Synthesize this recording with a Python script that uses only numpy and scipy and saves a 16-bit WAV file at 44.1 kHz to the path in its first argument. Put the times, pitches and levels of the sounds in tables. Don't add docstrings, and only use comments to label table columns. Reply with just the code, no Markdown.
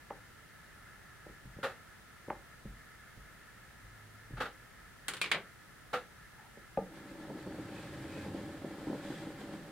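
import sys
import numpy as np
from scipy import signal
from scipy.fft import rfft, irfft, next_fast_len
from scipy.io import wavfile
from scipy.ndimage import map_coordinates

SR = 44100
rng = np.random.default_rng(int(sys.argv[2]) if len(sys.argv) > 2 else 0)


def inscribe(sig):
    pcm = np.round(np.clip(np.atleast_2d(sig).T, -1, 1) * 32767)
    wavfile.write(sys.argv[1], SR, pcm.astype(np.int16))


N = 428211
RING = SR // 2
SCENE_T, RING_T = np.arange(N) / SR, np.arange(RING) / SR


def amp(db):
    return 10 ** (np.asarray(db) / 20)


def unit(x):
    return x / np.sqrt(np.mean(x ** 2) + 1e-20)


def decay(t60_s):
    return amp(-60 * RING_T / t60_s)


def arch(t, middle, length):
    return np.cos(np.pi * np.clip((t - middle) / length, -0.5, 0.5))


def along(points, hz):
    f, v = np.transpose(points)
    return np.interp(np.log(hz + 1), np.log(f + 1), v)


def wobble(rate_hz):
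    return map_coordinates(rng.standard_normal(int(N * rate_hz / SR) + 4), [SCENE_T * rate_hz])


def coloured(x, gain):
    size = 2 * next_fast_len((x.shape[-1] + RING) // 2)
    cepstrum = irfft(np.log(np.maximum(gain(np.fft.rfftfreq(size, 1 / SR)), 1e-6)))
    cepstrum[1:size // 2] *= 2
    cepstrum[size // 2 + 1:] = 0
    return irfft(rfft(x, size) * np.exp(rfft(cepstrum)), size)[..., :x.shape[-1]]


def resonances(modes, hz):
    return np.sqrt(sum(amp(db) ** 2 * (hz * width) ** 2 / ((centre**2 - hz**2) ** 2 + (hz * width) ** 2)
                       for centre, width, db in modes))


def lowpass(hz, cut_hz, order):
    return 1 / np.sqrt(1 + (hz / cut_hz) ** (2 * order))


def add(track, start_s, db, sound):
    part = track[:, round(start_s * SR):][:, :RING]
    part += (amp(db) * unit(sound) * np.sqrt(0.02 * SR / RING))[..., :part.shape[1]]


# frequency in Hz, left-right correlation.
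LIKENESS = [(60, 1), (350, 0.99), (1000, 0.88), (2200, 0.85), (4200, 0.24), (8000, 0.031)]
def stereo_noise(size, likeness=LIKENESS):
    turn = np.arccos(np.clip(along(likeness, np.fft.rfftfreq(size, 1 / SR)), -1, 1)) / 2
    mid, side = irfft(rfft(rng.standard_normal((2, size))) * [np.cos(turn), np.sin(turn)], size)
    return np.array([mid + side, mid - side])


def steady_noise(gain, likeness=LIKENESS):
    return unit(coloured(stereo_noise(N, likeness), gain))


def burst(envelope):
    return unit(stereo_noise(RING) * envelope) / np.sqrt(RING)


# frequency in Hz, t60 in seconds.
ROOM_T60 = [(100, 0.48), (500, 0.26), (2500, 0.2), (8000, 0.15), (16000, 0.1)]
def room_tail():
    hz, t, spectra = signal.stft(stereo_noise(RING), SR, nperseg=256)
    envelope = amp(-60 * t / along(ROOM_T60, hz)[:, None]) * (1 - np.exp(-t / 0.0034))
    _, tail = signal.istft(spectra * envelope, SR, nperseg=256)
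    return unit(tail[:, :RING]) / np.sqrt(RING)


def impact(near_db, near_t60_s, room_db):
    return signal.unit_impulse(RING) + amp(near_db) * burst(decay(near_t60_s)) + amp(room_db) * room_tail()


# frequency in Hz, relative density in dB.
HUSH_SPECTRUM = [(20, -12), (45, 3), (85, -0.5), (120, 2), (200, -3), (250, -6), (500, -9.5), (1100, -11),
                 (2500, -14.5), (5000, -20), (8000, -22.5), (9700, -20.5), (12500, -27), (16000, -28)]
# frequency in Hz, left-right correlation.
HUSH_LIKENESS = [(60, 0.73), (120, 0.61), (380, 0.086), (800, 0.29), (2400, 0.14), (4400, 0),
                 (15000, 0.072)]
def hush():
    return amp(-58) * steady_noise(lambda hz: amp(along(HUSH_SPECTRUM, hz)), HUSH_LIKENESS)


# frequency in Hz, width in Hz, gain in dB.
FAN_MODES = [(1275, 110, 3), (1352, 120, -0.5), (1716, 77, 2.5), (1820, 130, -4), (2068, 124, -2.5)]
def fan():
    band = lambda hz: lowpass(hz, 2170, order=8) * (1 - lowpass(hz, 1195, order=12))
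    housing = lambda hz: resonances(FAN_MODES, hz) * band(hz)
    return amp(-60 + 1.4 * wobble(13)) * steady_noise(housing, likeness=[(1300, 0.97), (2200, 0.69)])


# frequency in Hz, rms level in dB.
WHINE_TONES = [(14147, -86), (14207, -85)]
def whine():
    return sum(amp(db) * np.sqrt(2) * np.sin(2 * np.pi * hz * SCENE_T + 0.7 * wobble(30))
               for hz, db in WHINE_TONES)


# start in seconds, level in dB, contact cut-off in Hz, table thud in dB.
TURNTABLE_KNOCKS = [(0.105, -41, 1340, -66), (1.263, -50.5, 490, -56), (1.294, -55, 346, -70),
                    (1.453, -47, 121, -50), (1.564, -47.5, 140, -67), (1.585, -48.5, 420, -66),
                    (2.281, -43.5, 483, -62), (2.302, -35.5, 1500, -62), (2.323, -52, 1200, -70),
                    (2.652, -43, 168, -44), (3.172, -52.5, 130, -52), (3.83, -61, 90, -50.5),
                    (4.304, -50.5, 250, -53), (4.333, -41.5, 151, -43), (4.381, -48, 130, -50),
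                    (6.57, -53.5, 405, -68)]
# frequency in Hz, width in Hz, gain in dB.
TURNTABLE_MODES = [(124, 32, -10.5), (196, 30, -4), (330, 98, -5), (442, 100, -2), (570, 58, 3),
                   (623, 61, -2), (786, 52, 0.5), (880, 90, 3), (1000, 380, -4.5), (1230, 78, -1.5),
                   (1900, 830, -9), (3130, 570, -10.5)]
def knocks():
    out, t = np.zeros((2, N)), RING_T
    thud = np.sin(2 * np.pi * 48 * t) * decay(0.36) * (1 - np.exp(-t / 0.031))
    ring = sum((-1) ** k * width * amp(db) * np.exp(-np.pi * width * t) * np.cos(2 * np.pi * hz * t)
               for k, (hz, width, db) in enumerate(TURNTABLE_MODES))
    for start_s, db, cut_hz, thud_db in TURNTABLE_KNOCKS:
        blow = impact(near_db=-8, near_t60_s=0.06, room_db=-9)
        knock = signal.fftconvolve(blow, ring[None], axes=1)[:, :RING]
        add(out, start_s, db, coloured(knock, lambda hz: lowpass(hz, cut_hz, order=3)))
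        add(out, start_s, thud_db, thud)
    return out


# start in seconds, relative level in dB, rise and t60 in seconds,
# hollow ring in Hz, ring level in dB.
WOOD_CLACKS = [(1.629, -31, 0.016, 0.25, 538, -38.5), (4.367, -44, 0.014, 0.3, 500, -69),
               (4.402, -31, 0.01, 0.23, 495, -49), (4.455, -42.5, 0.0043, 0.12, 475, -62),
               (5.93, -29.5, 0.012, 0.2, 495, -36.5)]
# frequency in Hz, relative density in dB.
WOOD_SPECTRUM = [(59, -36), (100, -8.5), (283, -10), (415, -7.5), (492, -0.5), (634, -15), (818, -9.5),
                 (991, -15), (1250, -1.5), (1800, -5.5), (2220, -12), (3940, -13.5), (5530, -25.5),
                 (7450, -27), (16000, -36)]
# frequency in Hz, width in Hz, gain in dB.
WOOD_MODES = [(528, 71, -16), (740, 270, 8), (1360, 70, 0), (1550, 140, -5), (1660, 280, -11),
              (2680, 68, 3)]
def clacks():
    out, t = np.zeros((2, N)), RING_T
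    wood = lambda hz: amp(along(WOOD_SPECTRUM, hz)) * np.hypot(0.75, resonances(WOOD_MODES, hz))
    for start_s, db, rise_s, t60_s, ring_hz, ring_db in WOOD_CLACKS:
        swell = np.minimum(t / rise_s, 1) ** 0.44 * amp(-60 * np.maximum(t - rise_s, 0) / t60_s)
        rattle = burst(swell) + amp(-11.5) * room_tail()
        hollow = np.sin(2 * np.pi * ring_hz * t) * (1 - np.exp(-t / 0.028)) ** 3 * decay(0.1)
        add(out, start_s, db - 0.5, coloured(rattle, wood))
        add(out, start_s, ring_db, hollow)
    return out


def drone(start_s=3.81, length_s=0.59, fade_s=0.035, pitch_hz=106, peak_db=-57.5):
    t = SCENE_T
    held = np.clip(np.minimum(t - start_s, start_s + length_s - t) / fade_s, 0, 1)
    return amp(peak_db) * held * np.sin(2 * np.pi * pitch_hz * t + 0.46 * wobble(8.1))


# start in seconds, level in dB, barrel cut-off in Hz, rim gain in dB,
# barrel ring in Hz, ring gain in dB.
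CAP_CLICKS = [(5.0827, -34, 4630, 13.5, 1410, 4), (5.1366, -41.5, 5000, 10, 1500, 5),
              (5.1681, -47.5, 5000, 8, 1450, -3), (5.215, -30, 6000, 10, 2410, 11.5),
              (5.2418, -39, 5000, -10, 2220, 9), (5.26, -43.5, 4500, -1, 2720, 1),
              (5.3155, -26, 3550, 0, 2230, 5.5), (5.346, -36.5, 2500, -20, 606, 6)]
# frequency in Hz, relative density in dB.
BARREL_SPECTRUM = [(60, -29), (170, -4), (250, -13.5), (400, -2.5), (750, -10.5), (1200, -2.5), (1900, -1),
                   (2400, -2), (3100, -0.5), (4300, -2.5), (5600, -11.5), (16000, -30)]
# frequency in Hz, width in Hz, gain in dB.
RIM_MODES = [(7500, 1300, -18.5), (9270, 800, -17), (14800, 2000, -34)]
def pen_clicks():
    out = np.zeros((2, N))
    for start_s, db, cut_hz, rim_db, ring_hz, ring_db in CAP_CLICKS:
        ring = lambda hz: resonances([(ring_hz, 130, ring_db)], hz)
        barrel = lambda hz: np.hypot(amp(along(BARREL_SPECTRUM, hz)), ring(hz))
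        rim = lambda hz: amp(rim_db) * resonances(RIM_MODES, hz)
        plastic = lambda hz: np.hypot(barrel(hz) * lowpass(hz, cut_hz, order=2), rim(hz))
        crack = burst(decay(0.047) + amp(-3) * decay(0.008))
        add(out, start_s, db, coloured(crack + amp(-3) * room_tail(), plastic))
    lean = [(1000, 0.12), (4000, 0.37), (9000, -0.72)]  # Hz, dB toward the left
    return np.array([coloured(side, lambda hz: amp(sign * along(lean, hz)))
                     for side, sign in zip(out, (1, -1))])


# middle and length in seconds, extra rubbing in dB, squeak in Hz,
# relative squeak level in dB.
BINDS = [(6.43, 0.16, 0, 850, -64), (7.45, 0.42, 0, 4420, -70), (7.8, .24, 4.5, 2540, -63.5),
         (8.161, .3, 4.5, 2540, -61), (9.15, .32, 2.5, 3350, -64.5)]
def squeaks(width_hz=190):
    out = np.zeros((2, N))
    for middle_s, length_s, _, pitch_hz, db in BINDS:
        grip = arch(RING_T, length_s / 2, length_s) * amp(3.6 * wobble(39.4)[:RING])
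        squeak = coloured(stereo_noise(RING), lambda hz: resonances([(pitch_hz, width_hz, 0)], hz) ** 2)
        add(out, middle_s - length_s / 2, db + 8.5, grip * squeak)
    return out


# start in seconds, level in dB, contact cut-off in Hz.
SLACK_KNOCKS = [(6.7731, -30, 1250), (6.7857, -34.5, 524), (6.8095, -45.5, 616)]
# frequency in Hz, gain in dB, t60 in seconds.
DISC_MODES = [(186.6, -7, .11), (314, -7, 0.05), (456, -2, 0.067), (551, 2, 0.079), (790, 3, 0.045),
              (904, -3, 0.031), (1210, -11, 0.13), (1880, -12, .03)]
def slack():
    out = np.zeros((2, N))
    ring = sum((-1) ** k * amp(db) * decay(t60_s) * np.sin(2 * np.pi * hz * RING_T)
               for k, (hz, db, t60_s) in enumerate(DISC_MODES))
    for start_s, db, cut_hz in SLACK_KNOCKS:
        crack = amp(8.5) * decay(0.016) * rng.standard_normal(RING)
        blow = impact(near_db=-5, near_t60_s=0.04, room_db=-11)
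        knock = signal.fftconvolve(blow, (ring + crack)[None], axes=1)[:, :RING]
        add(out, start_s, db, coloured(knock, lambda hz: lowpass(hz, cut_hz, order=3)))
    return out


# time in seconds, rumble level in dB.
HAND_EFFORT = [(6.85, -66), (6.94, -53), (7.48, -47.5), (7.83, -49), (8.14, -47.5), (8.28, -47),
               (8.66, -49.5), (8.82, -47.5), (9.1, -46.5), (9.27, -47), (9.56, -48), (9.71, -52)]
EASY_EFFORT_DB = -48
def effort_db(t):
    return np.interp(t, *np.transpose(HAND_EFFORT), left=-120)


def contacts(per_s, spread_db, response):
    hits = (rng.random(N) < per_s / SR) * rng.choice([-1, 1], N)
    strength = amp(spread_db * rng.standard_normal(N))
    return unit(signal.fftconvolve((hits * strength)[None], response, axes=1)[:, :N])


# frequency in Hz, relative density in dB.
GEAR_SPECTRUM = [(40, -11), (90, -18), (140, -8.5), (200, 3), (237, -5), (275, 1.5), (335, -1), (380, -7),
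                 (470, -6), (580, -3), (660, -14.5), (790, -7.5), (900, -12), (1200, -19), (2000, -48.5)]
# frequency in Hz, width in Hz, gain in dB.
GEAR_RESONANCES = [(204, 20, 0), (283, 22, 2.5), (315, 22, 3.5), (406, 44, 2), (490, 40, -12),
                   (581, 33, 2.5), (776, 81, -2.5)]
def gear_body(hz):
    return amp(along(GEAR_SPECTRUM, hz)) * np.hypot(1, resonances(GEAR_RESONANCES, hz))


def rumble():
    blow = impact(near_db=-9.5, near_t60_s=0.047, room_db=-8)
    teeth = contacts(per_s=220, spread_db=1.5, response=blow)
    return amp(effort_db(SCENE_T)) * unit(coloured(teeth + 0.68 * stereo_noise(N), gear_body))


# frequency in Hz, relative density in dB.
RUB_SPECTRUM = [(500, -9), (1000, 1), (1500, 6.5), (2300, 3), (2600, 1), (3400, 1.5), (4500, -2),
                (6000, -8.5), (8000, -5.5), (11000, -14.5), (16000, -23)]
def rubbing():
    binding_db = sum(db * arch(SCENE_T, middle_s, length_s) for middle_s, length_s, db, _, _ in BINDS)
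    level_db = -58 + (effort_db(SCENE_T) - EASY_EFFORT_DB) + binding_db + 1.34 * wobble(22)
    fibres = contacts(per_s=1500, spread_db=5.5, response=room_tail())
    slide = fibres + 1.03 * stereo_noise(N)
    return amp(level_db) * unit(coloured(slide, lambda hz: amp(along(RUB_SPECTRUM, hz))))


# frequency in Hz, relative density in dB.
ROLL_SPECTRUM = [(20, -29), (45, -15), (75, -13), (120, 3), (165, 7.5), (260, -34), (600, -76)]
def table_roll():
    level_db = -56.5 + 1.6 * (effort_db(SCENE_T) - EASY_EFFORT_DB) + 1.5 * wobble(8)
    return amp(level_db) * steady_noise(lambda hz: amp(along(ROLL_SPECTRUM, hz)))


def light_catches(per_s=7, count=60):
    late, strength, pitch = rng.standard_normal((count, 3)).T
    start_s = HAND_EFFORT[0][0] + (np.arange(count) + 1 + np.clip(late / 3, -1, 1)) / per_s
    db = effort_db(start_s) + 8 + 2.5 * strength
    centre_hz = 285 * 2 ** (0.11 * pitch)
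    return [row for row in zip(start_s, db, centre_hz) if row[0] < N / SR]


# start in seconds, relative level in dB, centre in Hz.
HARD_CATCHES = [(7.301, -33.5, 318), (7.347, -36, 296), (7.472, -33.5, 205), (7.543, -35, 307),
                (7.584, -32.5, 296), (8.164, -34, 299), (8.212, -38, 223), (8.263, -32, 234),
                (8.346, -29.5, 299), (8.388, -34, 285), (8.644, -28, 293), (8.869, -27, 194),
                (8.899, -26.5, 350), (8.93, -27.5, 326), (9.102, -29.5, 266), (9.274, -35, 277),
                (9.409, -36.5, 404)]
def catches(gain_db=-10):
    out = np.zeros((2, N))
    dull_body = lambda hz: np.sqrt(gear_body(hz)) * lowpass(hz, 870, order=4)
    for start_s, db, centre_hz in [*HARD_CATCHES, *light_catches()]:
        tooth = lambda hz: dull_body(hz) * resonances([(centre_hz, 300, 0)], hz)
        blow = impact(near_db=4.5, near_t60_s=0.12, room_db=-6.5)
        add(out, start_s, db + gain_db, coloured(blow, tooth))
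    return out


def drag(middle_s=8.05, length_s=1.58, db=-53, centre_hz=96, width_hz=72):
    deep = steady_noise(lambda hz: resonances([(centre_hz, width_hz, 0)], hz) ** 2)
    return amp(db) * arch(SCENE_T, middle_s, length_s) * deep


def scene():
    background = hush() + fan() + whine() + drone()
    handling = knocks() + clacks() + pen_clicks()
    turning = squeaks() + slack() + rumble() + rubbing() + table_roll() + catches() + drag()
    return background + handling + turning


def record(dry):
    top_hz = 15850
    size = next_fast_len(N + RING)
    return irfft(rfft(dry, size) * (np.fft.rfftfreq(size, 1 / SR) < top_hz), size)[:, :N]


dry = scene()
out = record(dry)
inscribe(out)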